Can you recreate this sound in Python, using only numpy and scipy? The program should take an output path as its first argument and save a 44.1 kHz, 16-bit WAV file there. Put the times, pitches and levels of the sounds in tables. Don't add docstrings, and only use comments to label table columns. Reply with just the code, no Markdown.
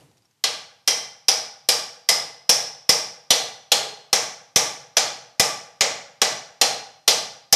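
import sys
import numpy as np
from scipy import signal
from scipy.fft import rfft, irfft
from scipy.io import wavfile
from scipy.ndimage import uniform_filter1d

SR = 44100
rng = np.random.default_rng(int(sys.argv[2]) if len(sys.argv) > 2 else 0)


def voltage_ratio(decibels):
    exponent = np.asarray(decibels, float) / 20
    return 10 ** exponent


def inscribe(sig):
    pcm = np.round(np.clip(np.atleast_2d(sig).T, -1, 1) * 32767)
    wavfile.write(sys.argv[1], SR, pcm.astype(np.int16))


N = 332955


def on_log_hz(table, hz):
    at, value = np.transpose(table)
    return np.interp(np.log(np.maximum(hz, 1)), np.log(at), value)


def coloured(size, table):
    spectrum = rfft(rng.standard_normal(size))
    gain = voltage_ratio(on_log_hz(table, np.fft.rfftfreq(size, 1 / SR)))
    x = irfft(spectrum * gain, size)
    return x / np.sqrt(np.mean(x ** 2))


def fade(t, t60):
    return np.exp(-np.log(1000) * t / t60)


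# frequency in Hz, level in dB per Hz.
SHOP_HUSH = [(18, -34.5), (30, -3), (49, -38), (112, 2), (586, -16.5), (795, -7), (1390, -14), (5620, -14),
             (8880, -19), (13000, -22.5)]


def hush():
    return voltage_ratio(-45.5 - 24.0) * coloured(N, SHOP_HUSH)


# frequency in Hz, level in dB per Hz.
KNOCK_COLOUR = [(24, -57), (40, -25.5), (152, -1.5), (189, -14), (335, -11.5), (579, -15.5), (637, -16),
                (1240, -26), (8390, -33), (12000, -35), (15600, -60), (22000, -120)]


def dying_knock():
    knock_db, knock_t60_s = -51.5, 0.73
    return voltage_ratio(knock_db) * fade(np.arange(N) / SR, knock_t60_s) * coloured(N, KNOCK_COLOUR)


# start in seconds, peak in dB, pitch in Hz, t60 in seconds, scrape share from 0 to 1.
LOOSE_TICKS = [
    (0.007, -50, 2900, 0.04, 0.5),
    (0.011, -52, 3060, 0.04, 0.6),
    (0.114, -50, 832, 0.04, 0.5),
    (0.17, -51, 5640, 0.04, 0.6),
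    (0.179, -51, 4730, 0.04, 0.7),
    (0.221, -54, 4830, 0.076, 0.5),
    (0.248, -56, 802, 0.04, 0.7),
    (0.254, -50, 5550, 0.04, 0.4),
    (0.311, -54, 6390, 0.04, 0.7),
]


def ticks():
    out, t = np.zeros(N), np.arange(SR // 10) / SR
    for s, peak_db, hz, t60, scrape in LOOSE_TICKS:
        grit = signal.lfilter([1], [1, -1.1, 0.55], rng.standard_normal(len(t))) * 0.37
        sound = (1 - scrape) * np.sin(2 * np.pi * hz * t) + scrape * grit
        out[int(s * SR):][:len(t)] += voltage_ratio(peak_db - 1.5) * fade(t, max(t60, 0.005)) * sound
    return out


# frequency in Hz, t60 in seconds.
WALL_T60 = [(70, 0.2), (125, 0.67), (300, 0.54), (800, 0.62), (1500, 0.59), (3000, 0.52), (5500, 0.49),
            (8000, .42), (12000, 0.37)]
# frequency in Hz, level in dB.
WALL_COLOUR = [(60, -8), (125, 5.7), (300, -1), (800, 3.7), (3000, -5), (5500, -3), (9000, -3),
               (14000, -10)]


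def room():
    t = np.arange(SR) / SR
    hz = np.fft.rfftfreq(SR, 1 / SR)
    echoes = rfft(rng.standard_normal((2, SR)))
    tail = 0
    for centre in 40 * 2 ** np.arange(0, 9, 1 / 3):
        share = np.clip(1 - 3 * np.abs(np.log2(np.maximum(hz, 1) / centre)), 0, 1)
        band = irfft(echoes * share, SR)
        tail = tail + voltage_ratio(on_log_hz(WALL_COLOUR, centre)) * band * fade(t, on_log_hz(WALL_T60, centre))
    thickening = 1 - np.exp(-(t / 0.0035) ** 2)
    return voltage_ratio(-23) * tail * thickening


def looseness_db(s):
    loose_db, beds_in_s = -9.5, 2.2
    return loose_db * np.exp(-s / beds_in_s)


# frequency in Hz, level in dB per Hz.
FLOOR_RUMBLE = [(25, -12.5), (50, -15.5), (90, -6), (140, 3.5), (190, -5), (280, -23), (600, -73),
                (22000, -120)]


def rumble(s, t):
    swell = 1 - np.exp(-(t / 0.045) ** 2)
    return voltage_ratio(-44 + looseness_db(s)) * swell * fade(t, 0.82) * coloured(len(t), FLOOR_RUMBLE)


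def floor_thud(t, thud_db):
    start_hz, sag_s = 256, 0.0077
    cycles = start_hz * sag_s * (1 - np.exp(-t / sag_s))
    pulse = (t / 0.0017) * np.exp(1 - t / 0.0015)
    return voltage_ratio(thud_db + 3.5) * pulse * np.sin(2 * np.pi * cycles)


def chatter(t):
    rattle_t60_s = 0.05
    onset = 1 - np.exp(-t / 0.0015)
    rattle = voltage_ratio(-13) * fade(t, rattle_t60_s) * onset * rng.standard_normal(len(t))
    rattle += voltage_ratio(-14.5) * fade(t, 0.015) * np.diff(rng.standard_normal(len(t) + 1))
    rattle += voltage_ratio(-12.5) * fade(t, 0.017) * rng.standard_normal(len(t))
    return rattle


# time of the blow in seconds, frequency in Hz, level over the body in dB.
SINGING_PARTIALS = [(0.44, 1590, 0.5), (3.31, 4290, 1.5), (0.44, 1180, 4), (0.88, 3160, 11.5),
                    (0.88, 4050, 3), (1.28, 773, 3.5), (3.72, 4217, 4), (1.69, 5560, 4), (1.69, 4750, 4),
                    (2.09, 2055, 8.5), (2.09, 5095, 8), (2.49, 5410, 4.5), (5.81, 562, 6.5),
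                    (2.89, 5540, 4), (3.31, 765, 5), (3.31, 5910, 5.5), (3.72, 814, 3), (3.72, 421, 7.5),
                    (4.97, 1494, 7), (4.97, 4410, 5), (4.97, 1250, 7), (5.4, 1170, 5.5), (5.81, 2150, -1),
                    (5.81, 1937, 3), (6.22, 1970, 2.5), (6.22, 5840, 5.5), (6.61, 767, 6.5),
                    (6.61, 4145, 9), (7.08, 4110, 4), (7.08, 4750, 5.5)]


def partials_at(s):
    return [(f, db) for at, f, db in SINGING_PARTIALS if abs(at - s) < 0.1]


def singing(s, push, t, slow):
    out = np.zeros(len(slow))
    for f, _ in partials_at(s):
        share = abs(push @ np.exp(2j * np.pi * f * t))
        out += voltage_ratio(-50.5) * share * fade(slow, 0.58) * np.sin(2 * np.pi * f * slow)
    return out


RING_WIDTH_HZ = 1170
# time in seconds, centre in Hz.
RING_PATH = [(0.9, 5486), (1.3, 5420), (2.1, 5380), (2.5, 5500), (2.9, 5370), (4.1, 5640), (6.2, 5450),
             (7.1, 5500)]


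def ring_centre(s):
    return np.interp(s, *np.transpose(RING_PATH))


def shaft_ring(s, t, square_db):
    rings_db, shaft_t60_s = -12.5, 0.56
    hz = ring_centre(s) + RING_WIDTH_HZ * (rng.random((24, 1)) - 0.5)
    modes = np.sin(2 * np.pi * (hz * t + rng.random((24, 1)))).sum(axis=0)
    return voltage_ratio(square_db + rings_db - 14) * fade(t, shaft_t60_s) * modes


def resonance(hz, modes, db):
    return sum(voltage_ratio(db + top_db) ** 2 / (1 + (2 * (hz - f) / width) ** 2) ** 1.4 for f, width, top_db in modes)


def causal(power):
    cepstrum = irfft(np.log(power) / 2)
    fold = np.r_[1, np.full(len(power) - 2, 2), 1, np.zeros(len(power) - 2)]
    return irfft(np.exp(rfft(cepstrum * fold)))


# frequency in Hz, width in Hz, level in dB.
FRAME_MODES = [(252, 130, -12.5), (482, 77, -1), (626, 222, -2.5), (809, 93, 0.5), (1171, 100, -5.5)]
PLATE_MODES = [(1280, 870, -5), (1703, 395, 0.5), (2015, 120, 5.5), (2383, 500, 5.5)]
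EDGE_MODES = [(2953, 377, -2), (3285, 140, 0.4), (3498, 222, -1.5)]
FLANGE_MODES = [(3760, 120, -6), (4175, 670, -1), (4830, 500, -4.5)]
SHAFT_END_MODES = [(6580, 800, 2), (7270, 1300, -5)]
HEAD_MODES = [(8050, 760, -3), (8840, 2320, -0.5), (11110, 1400, -2), (13100, 240, -1.5), (13100, 580, -8)]


def blow(s, strength_db, square_db, glancing_db):
    hz = np.fft.rfftfreq(4096, 1 / SR)
    loose_db = looseness_db(s)
    power = resonance(hz, FRAME_MODES, -8.5 + loose_db + 0.25 * strength_db)
    power += resonance(hz, PLATE_MODES, -14 - 6 + 0.81 * loose_db - 0.31 * glancing_db)
    power += resonance(hz, EDGE_MODES, 7.5 + glancing_db)
    power += resonance(hz, FLANGE_MODES, 8 + glancing_db)
    power += voltage_ratio(square_db + 5) ** 2 / (1 + (2 * (hz - ring_centre(s)) / RING_WIDTH_HZ) ** 6)
    power += resonance(hz, SHAFT_END_MODES, -10.5 + 1.1 * loose_db + 0.23 * strength_db)
    power += resonance(hz, HEAD_MODES, -18 + strength_db)
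    for f, db in partials_at(s):
        width_hz = 50 + 0.005 * f
        power *= voltage_ratio(db / (1 + (2 * (hz - f) / width_hz) ** 2)) ** 2
    power *= voltage_ratio(0.26 * strength_db * np.clip((hz - 9000) / 4000, 0, 1)) ** 2
    ripple = uniform_filter1d(rng.standard_normal(len(hz)), size=5)
    ripple = uniform_filter1d(ripple, size=5)
    power *= voltage_ratio(4.2 * np.clip(hz / 1500, 0.6, 1) * ripple) ** 2
    return causal(power / (1 + (230 / np.maximum(hz, 5)) ** 6))


# start in seconds, strength in dB, squareness in dB, glancing share in dB, thud in dB.
HAMMER_BLOWS = [(0.4397, -5.5, -18, -16.5, -54), (0.8763, 0, -9, -19, -53.5),
                (1.2837, -0.5, -8, -17, -47.5), (1.6881, 3, -10.5, -16, -38.5),
                (2.0892, 2.1, -10, -16.5, -43), (2.4932, 3.1, -6, -16.5, -33),
                (2.8924, 2.5, -7.5, -17.5, -20), (3.3057, 2, -14, -11, -29), (3.7183, 1, -17, -11.5, -38.5),
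                (4.1297, -0.2, -10, -17, -32), (4.56, 2.5, -10, -16.5, -18.5),
                (4.9692, -2, -12, -14.5, -43.5), (5.397, 2.2, -10.5, -17.5, -19),
                (5.8092, -4.5, -14.5, -16.5, -33), (6.217, -2.5, -13.5, -16.5, -34),
                (6.6139, 0.5, -12.5, -13, -39.5), (7.0781, 3, -9.5, -11.5, -47),
                (7.5261, 5.5, -5, -15, -20.5)]


def hammering():
    t, slow = np.arange(4096) / SR, np.arange(SR) / SR
    half = SR // 2
    early = int(1.6 * SR / 1000)
    pushes = np.zeros((2, N + SR))
    close, floor = np.zeros((2, N + SR))
    for s, strength_db, square_db, glancing_db, thud_db in HAMMER_BLOWS:
        lateness, facing = rng.random(2)
        i = int(s * SR)
        push = voltage_ratio(25) * blow(s, strength_db, square_db, glancing_db)
        pushes[0, i:i + len(t)] += push * np.cos(np.pi * facing)
        pushes[1, i:i + len(t)] += push * np.sin(np.pi * facing)
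        rattle = signal.fftconvolve(push, chatter(t))[:len(t)]
        struck = voltage_ratio(-7.5) * push + voltage_ratio(-4) * rattle
        close[i:i + len(t)] += struck
        close[i - early:][:len(t)] += voltage_ratio(-32) * struck
        close[i:i + SR] += singing(s, push, t, slow)
        close[i:i + half] += shaft_ring(s, slow[:half], square_db)
        late_ms = 8.0 * lateness ** 2
        j = i + int((4.0 + late_ms) * SR / 1000)
        close[j:j + len(t)] -= voltage_ratio(-9 - 0.65 * late_ms) * struck
        floor[i:i + len(t)] += floor_thud(t, thud_db)
        close[i:i + SR] += rumble(s, slow)
    return pushes[:, :N], close[:N], floor[:N]


def scene():
    background = hush() + dying_knock() + ticks()
    pushes, close, thud = hammering()
    walls = signal.fftconvolve(pushes + voltage_ratio(-26.5) * thud, room(), axes=1).sum(axis=0)[:N]
    return (background + walls + thud + close)[None]


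def top_cut(x):
    return signal.sosfilt(signal.butter(12, 14860, fs=SR, output="sos"), x)


def record(dry):
    top = signal.ellip(8, 0.2, 35, 13900, fs=SR, output="sos")
    cut = signal.sosfilt(np.vstack([top, top]), dry)
    overload = 0.62
    clipped = cut / (1 + np.abs(cut / overload) ** 8) ** (1 / 8)
    clipped = signal.sosfiltfilt(top, clipped) * 0.7 + clipped * 0.3
    thin = signal.sosfilt(signal.butter(2, 62, "high", fs=SR, output="sos"), clipped)
    return top_cut(thin)


dry = scene()
out = record(dry)
inscribe(out)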